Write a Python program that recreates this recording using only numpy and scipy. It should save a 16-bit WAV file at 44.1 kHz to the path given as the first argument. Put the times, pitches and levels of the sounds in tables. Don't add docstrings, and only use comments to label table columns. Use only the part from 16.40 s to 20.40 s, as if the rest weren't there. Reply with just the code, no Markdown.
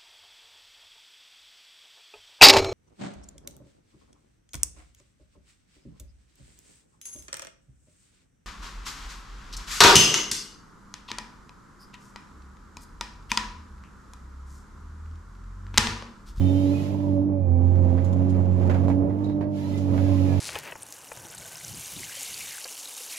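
import sys
import numpy as np
from scipy import signal
from scipy.fft import rfft, irfft
from scipy.io import wavfile
from scipy.ndimage import uniform_filter1d, map_coordinates

SR = 44100
rng = np.random.default_rng(int(sys.argv[2]) if len(sys.argv) > 2 else 0)


def transcribe(signal):
    frames = np.atleast_2d(signal).T
    limited = np.clip(frames, -1, 1)
    pcm = np.round(limited * 32767).astype(np.int16)
    wavfile.write(sys.argv[1], SR, pcm)


N = 176400

# pitch_hz, left_minus_right_db, ear_likeness (1 = alike)
CAB_SPREAD = [(40, -6, .85), (99.2, -7, 0.9), (190, -3.5, 0.98), (320, -7.5, .75), (590, -10, 0.5),
              (950, -9.5, -.1), (2190, -6, -.15), (5000, 1, 0), (7500, -4.5, 0.1), (9500, 8.5, 0.18),
              (12000, 3.5, 0.17)]

# start_s, level_db, lowest_pitch_hz
STEEL_CLINKS = [(2.835, -56.5, 3870), (2.885, -57, 3840), (3.005, -62, 4480)]
# multiple_of_lowest_pitch, level_db, decay_s
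STEEL_NOTES = [(1, -0.5, .006), (1.055, -6, .003), (1.28, -10, .002)]
# start_s, level_db, decay_s
BARK_SNAPS = [(1.643, -56, 0.026), (1.727, -54, .008), (1.894, -55.5, 0.016), (2.294, -58, 0.061),
              (2.481, -58.5, .022), (2.84, -63.5, .025), (3.372, -53, 0.035)]
# pitch_hz, level_db
SNAP_COLOUR = [(1500, -22), (3000, 1.5), (5000, -2.5), (7000, 3.5), (8700, -12), (11000, -4.5),
               (13000, -23), (15500, -19)]
# time_s, level_db
CRACKLE_LEVEL = [(0, -66.5), (.95, -77.5), (1.2, -60), (1.35, -54), (1.6, -51.5), (1.85, -52.5),
                 (2.08, -54), (2.25, -48.5), (2.38, -50), (2.53, -51.5), (2.62, -64), (2.87, -54),
                 (3.06, -72), (3.5, -55.5), (4, -51)]
# pitch_hz, level_db
CRACKLE_COLOUR = [(400, 4), (900, 9.5), (1500, -1.5), (2600, -5.5), (4000, -12.5), (5000, -15),
                  (7200, -14.5), (8700, -29.5), (11000, -19.5), (13500, -31.5), (15500, -34)]

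# start_s, crack_level_db, crack_decay_s, log_ring_db
LOG_KNOCKS = [(.6, -55, .012, -47), (1.576, -50, .028, -43), (1.94, -55, .03, -47), (2.22, -52.5, .02, -50),
              (2.294, -39.5, .03, -33), (2.343, -43, .028, -31), (2.48, -44, .007, -24.5),
              (2.498, -43, .016, -24), (2.697, -56, .025, -39), (2.895, -53.5, .02, -34.5),
              (3.008, -48.5, .025, -32), (3.535, -51, 0.03, -44), (3.575, -45, .022, -32)]
# pitch_hz, level_db, decay_s
LOG_NOTES = [(443, -8, .008), (557, 0, 0.0068), (674, -7, .006), (807, -10.5, .007), (952, -10.5, .01)]
# pitch_hz, level_db, decay_s
HEAD_NOTES = [(1290, -1, 0.02), (1632.4, 1.5, 0.018), (1960, 1, 0.024), (2190, -1, 0.018)]
# pitch_hz, level_db
THUD_COLOUR = [(100, -8), (350, 4.5), (600, 4), (1000, -3.5), (1500, -19.5), (4000, -49.5)]
# pitch_hz, level_db
CRACK_COLOUR = [(400, -6.5), (1000, 1), (1900, 0.5), (2800, -8.5), (4200, -15.5), (7000, -26),
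                (8700, -35.5), (11000, -29.5), (15000, -44)]

# start_s, length_s, start_pitch_hz, end_pitch_hz, level_db
VALVE_WHISTLES = [(-.08, 0.36, 3050, 3140, -56.5), (-.08, 0.36, 3580, 3720, -58),
                  (.255, .08, 3800, 4200, -56.5), (0.32, 0.1, 2516, 2500, -50),
                  (0.385, .06, 3030, 2900, -55), (.41, 0.086, 1057, 1044, -52.5),
                  (0.616, 0.094, 1010, 924, -46.5), (0.881, .55, 2440, 2267, -68.5),
                  (3.172, .1, 1700, 1910, -61), (3.19, .125, 3800, 4238, -59.5),
                  (3.19, .108, 902, 1000, -50), (3.31, 0.092, 1990, 2070, -55),
                  (3.32, .06, 3550, 3640, -57), (3.627, .08, 1690, 1602, -56.5),
                  (3.68, .1, 1030, 1044, -49), (3.851, 0.115, 1750, 1660, -55),
                  (3.867, 0.088, 2464, 2350, -51)]
# time_s, level_db
HISS_LEVEL = [(0, -54), (.45, -52), (.56, -59), (.75, -65), (.9, -78), (1.1, -76), (3.09, -75),
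              (3.17, -55.5), (3.38, -54.5), (3.48, -59), (3.58, -53), (3.75, -52), (4, -51.5)]
# pitch_hz, level_db
HISS_COLOUR = [(760, -19.5), (1300, 1.5), (1520, -6), (1930, -1), (2550, 0), (3670, -2.5), (4650, -5),
               (7120, -8.5), (8850, -19.5), (11100, -10.5), (15500, -27)]
# time_s, level_db
PANEL_LEVEL = [(0, -35), (.5, -35.5), (.95, -38), (1.5, -34), (2.1, -34.5), (2.4, -31), (2.7, -34.5),
               (3.25, -39), (3.6, -33), (4, -35)]
# pitch_hz, level_db
PANEL_COLOUR = [(20, -38.5), (40, -3.5), (65, -3), (100, 3), (150, 0), (215, -1), (330, -2), (450, -6),
                (620, -7), (780, -15), (1000, -20.5), (1400, -34.5), (2400, -42.5), (3500, -58.5),
                (8000, -63.5), (15000, -63.5)]

# time_s, firings_per_s
ENGINE_SPEED = [(0, 91.3), (.18, 94.4), (.37, 95.5), (.51, 98), (.79, 95), (.87, 98.4), (.99, 94.4),
                (1.1, 85.6), (1.37, 88.8), (1.53, 86.5), (1.71, 91.4), (1.94, 92.2), (2.06, 91), (2.33, 91),
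                (2.62, 94.3), (2.82, 100), (2.95, 98), (3.1, 100.2), (3.25, 97), (3.59, 93.7), (3.69, 95.6),
                (3.8, 93), (4, 94.6)]
# time_s, level_db
BOOM_LEVEL = [(0, -18), (.25, -26.5), (.52, -33), (.72, -26.5), (.9, -30.5), (1.1, -19.5), (1.47, -18.5),
              (1.67, -23), (2.3, -20.5), (2.55, -25.5), (2.72, -31.5), (3.15, -35), (3.63, -23), (4, -22.5)]
# time_s, level_db
GROWL_LEVEL = [(0, -30), (.3, -37), (.85, -33), (1.2, -47.5), (1.42, -34), (1.6, -43), (1.719, -30),
               (2.401, -32), (2.95, -35.5), (4, -35)]
# time_s, level_db
PUMP_LEVEL = [(0, -25), (.3, -22.5), (.45, -34), (.79, -24), (.97, -29), (1.05, -39), (1.2, -27),
              (1.35, -37), (1.56, -27), (1.67, -37), (1.85, -24.5), (2.12, -37), (2.4, -30), (2.58, -22),
              (2.7, -30), (2.97, -28), (3.2, -33), (3.4, -32), (3.56, -25.5), (3.85, -25), (4, -31)]
# time_s, level_db
STRAIN_LEVEL = [(0, -50), (.98, -57), (1.13, -42), (1.55, -40), (1.75, -53), (1.96, -38), (2.6, -56),
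                (4, -53)]
# time_s, level_db
PUMP_OCTAVE_LEVEL = [(0, -41.5), (0.28, -35), (.58, -47.5), (.68, -36.5), (.8, -33.5), (.87, -54),
                     (.95, -31.5), (1.119, -40.5), (1.45, -38.5), (1.65, -42), (2.562, -39.5),
                     (2.65, -33.5), (2.76, -48.5), (3.08, -37), (3.23, -47), (3.68, -35.5), (4, -45)]
# time_s, level_db
PUMP_TOP_LEVEL = [(0, -50.5), (0.999, -55.5), (1.08, -47), (1.22, -44), (1.55, -45.5), (1.75, -51.5),
                  (4, -53)]
# multiple_of_firing_rate, gain_db, left_minus_right_db, left_lead_rad, waver_db
STRONG_TONES = [(1, 0.5, -12, -0.9, 0.88), (2, 1.5, 0.5, 1.09, 1.3), (3, 0.3, -6, 0.37, 0.91),
                (4, 0, -7.5, .5, 2.5), (6, -0.5, -9.5, 0.95, 1.52), (9, 0, -10.5, -2.5, 2)]
# multiple_of_cycle_rate (a cycle is two turns), base_level_db
WEAK_TONES = [(9, -38.5), (13, -50.5), (14, -43), (15, -46.5), (17, -46.5), (19, -49), (21, -48.5),
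              (42, -59.5)]

CYLINDERS = 6
KNOCK_ATTACK_S = .003


def gain(db):
    return 10 ** (np.asarray(db) / 20)


def normalise(sound):
    return sound / np.sqrt(np.mean(sound ** 2) + 1e-18)


def clock():
    return np.arange(N) / SR


def curve(rows):
    return np.interp(clock(), *np.array(rows).T)


def wander(changes_per_s):
    hold = max(int(SR / changes_per_s), 2)
    steps = np.repeat(rng.standard_normal(N // hold + 3), hold)
    smooth = uniform_filter1d(uniform_filter1d(steps, hold), hold)
    return normalise(smooth[hold:hold + N])


def noise():
    return rng.standard_normal((2, N))


def bursts(rows, attack_s):
    t, power = clock(), 0
    for start_s, db, decay_s in rows:
        rise = np.clip((t - start_s) / attack_s, 0, 1)
        fall = np.exp(-np.maximum(t - start_s - attack_s, 0) / decay_s)
        power = power + (gain(db) * rise * fall) ** 2
    return np.sqrt(power)


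def fading_notes(notes, t):
    return sum(gain(db) * np.exp(-t / decay_s) * np.sin(2 * np.pi * hz * t) for hz, db, decay_s in notes)


def ring(push, notes):
    one_tap = fading_notes(notes, np.arange(SR // 2) / SR)
    return signal.fftconvolve(push, one_tap[None] / np.linalg.norm(one_tap), axes=1)[:, :N]


def pan(sound, left_minus_right_db):
    ears = gain(np.vstack([left_minus_right_db, -left_minus_right_db]) / 2)
    return sound * ears / ears.mean(axis=0)


def through_cab(pair, colour):
    log_hz = np.log(np.maximum(np.fft.rfftfreq(N, 1 / SR), 1))

    def at_each_pitch(rows, column):
        table = np.array(rows)
        return np.interp(log_hz, np.log(table[:, 0]), table[:, column])

    cepstrum = irfft(np.log(normalise(gain(at_each_pitch(colour, 1)))), N)
    cepstrum[1:N // 2] *= 2
    cepstrum[N // 2 + 1:] = 0
    colour_filter = np.exp(rfft(cepstrum))
    likeness = np.clip(at_each_pitch(CAB_SPREAD, 2), -1, 1)
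    middle, side = rfft(pair)
    side = side * np.sqrt((1 - likeness) / (1 + likeness))
    ears = pan(np.array([middle + side, middle - side]), at_each_pitch(CAB_SPREAD, 1))
    return irfft(ears * colour_filter, N)


def steel_clinks(scrape_decay_s=.035):
    out = 0
    for start_s, db, lowest_hz in STEEL_CLINKS:
        touch = bursts([(start_s, db, scrape_decay_s)], attack_s=.0059)
        roughness = normalise(gain(3 * wander(150)))
        notes = [(lowest_hz * multiple, note_db, decay_s) for multiple, note_db, decay_s in STEEL_NOTES]
        out = out + ring(noise() * touch * roughness, notes)
    return out


def bark_snaps():
    rough_noise = noise() * normalise(gain(2 * wander(600)))
    return through_cab(rough_noise * bursts(BARK_SNAPS, attack_s=.0032), SNAP_COLOUR)


def bark_crackle(cracks_per_s=1200, spread_db=1.7, tail_s=.007):
    happens = rng.random(N) < cracks_per_s / SR
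    cracks = happens * gain(spread_db * np.minimum(rng.exponential(size=N), 6))
    power_with_tails = signal.lfilter([1], [1, -np.exp(-2 / (tail_s * SR))], cracks ** 2)
    loudness = normalise(np.sqrt(power_with_tails)) * gain(curve(CRACKLE_LEVEL))
    return through_cab(noise() * loudness, CRACKLE_COLOUR)


def log_ring(pitch_spread=.025):
    out, t = np.zeros(N), np.arange(SR // 5) / SR
    for start_s, _, _, ring_db in LOG_KNOCKS:
        shifts = 1 + pitch_spread * rng.standard_normal(len(LOG_NOTES))
        notes = [(hz * shift, db, decay_s) for (hz, db, decay_s), shift in zip(LOG_NOTES, shifts)]
        tone = gain(ring_db) * fading_notes(notes, t)
        start = int((start_s + KNOCK_ATTACK_S) * SR)
        out[start:start + len(t)] += tone[:N - start]
    return pan(out, left_minus_right_db=-6.5)


def log_knocks(roughness_db=1.5, thud_gain_db=8, head_gain_db=-4.5):
    blows = bursts([row[:3] for row in LOG_KNOCKS], KNOCK_ATTACK_S)
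    thuds, cracks = [noise() * normalise(gain(roughness_db * wander(400))) * blows for _ in range(2)]
    wood = through_cab(gain(thud_gain_db) * thuds, THUD_COLOUR) + through_cab(cracks, CRACK_COLOUR)
    return wood + gain(head_gain_db) * ring(cracks, HEAD_NOTES)


def valve_whistles(pitch_wobble=.003, blur_hz=70, flutter_db=3.6):
    out = 0
    for start_s, length_s, start_hz, end_hz, db in VALVE_WHISTLES:
        progress = np.clip((clock() - start_s) / length_s, 0, 1)
        pitch_hz = (start_hz + (end_hz - start_hz) * progress) * (1 + pitch_wobble * wander(30))
        angle = 2 * np.pi * np.cumsum(pitch_hz) / SR
        ears = []
        for _ in range(2):
            blurred_tone = np.sin(angle + .9 * wander(blur_hz))
            ears.append(normalise(blurred_tone * gain(flutter_db * wander(70))))
        swell = np.sqrt(np.abs(np.sin(np.pi * progress)))
        out = out + np.array(ears) * gain(db) * swell
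    return out


def oil_hiss(firing_angle, ripple=.14, arm_echo_s=.003, cab_echo_s=.0073, drift_s=.0006, echo_gain=.35):
    pump_angle = firing_angle * CYLINDERS / 2
    flow = gain(curve(HISS_LEVEL)) * (1 + ripple * np.cos(pump_angle))
    jet = noise()

    def echo(channel, delay_s):
        earlier_s = clock() - delay_s - drift_s * wander(4)
        return map_coordinates(channel, [earlier_s * SR], order=3, mode="mirror")

    off_arm = np.array([echo(channel, arm_echo_s) for channel in jet])
    off_cab = np.array([echo(channel, cab_echo_s) for channel in jet])
    return through_cab(normalise(jet + echo_gain * (off_arm + off_cab)) * flow, HISS_COLOUR)


def panel_rumble(firing_angle, throb=.35, waver_db=1.54):
    shake = noise() * (1 + throb * np.cos(firing_angle))
    level_db = curve(PANEL_LEVEL) + waver_db * wander(25.09)
    return through_cab(shake * gain(level_db), PANEL_COLOUR)


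def unequal_cylinders(firing_angle, waver_db=2.2, load_share=.62):
    load_db = load_share * curve(PANEL_LEVEL)
    out = 0
    for multiple, db in WEAK_TONES:
        angle = multiple * firing_angle / CYLINDERS + rng.uniform(0, 2 * np.pi) + .4 * wander(15)
        tone = normalise(np.sin(angle) * gain(load_db + waver_db * wander(9)))
        out = out + pan(tone * gain(db), left_minus_right_db=-5)
    return out


def engine_and_pump(firing_angle):
    levels = (BOOM_LEVEL, GROWL_LEVEL, PUMP_LEVEL, STRAIN_LEVEL, PUMP_OCTAVE_LEVEL, PUMP_TOP_LEVEL)
    out = 0
    for (multiple, gain_db, pan_db, left_lead_rad, waver_db), level in zip(STRONG_TONES, levels):
        angle = multiple * firing_angle + rng.uniform(0, 2 * np.pi) + np.array([[left_lead_rad], [0]])
        level_db = curve(level) + gain_db + waver_db * wander(35)
        out = out + pan(np.sqrt(2) * np.sin(angle) * gain(level_db), pan_db)
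    return out


def scene(speed_wobble=.002):
    firings_per_s = curve(ENGINE_SPEED) * (1 + speed_wobble * wander(30))
    firing_angle = 2 * np.pi * np.cumsum(firings_per_s) / SR
    machine = engine_and_pump(firing_angle) + unequal_cylinders(firing_angle) + panel_rumble(firing_angle)
    oil = oil_hiss(firing_angle) + valve_whistles()
    outside = bark_crackle() + log_knocks() + log_ring() + bark_snaps() + steel_clinks()
    return machine + oil + outside


def record(dry, fade_s=.006, top_hz=15700):
    t = clock()
    fade = np.sin(np.pi / 2 * np.clip(np.minimum(t, t[-1] - t) / fade_s, 0, 1)) ** 2
    treble_cut = signal.ellip(8, .2, 70, top_hz, fs=SR, output="sos")
    return signal.sosfilt(treble_cut, dry * fade)


dry = scene()
out = record(dry)
transcribe(out)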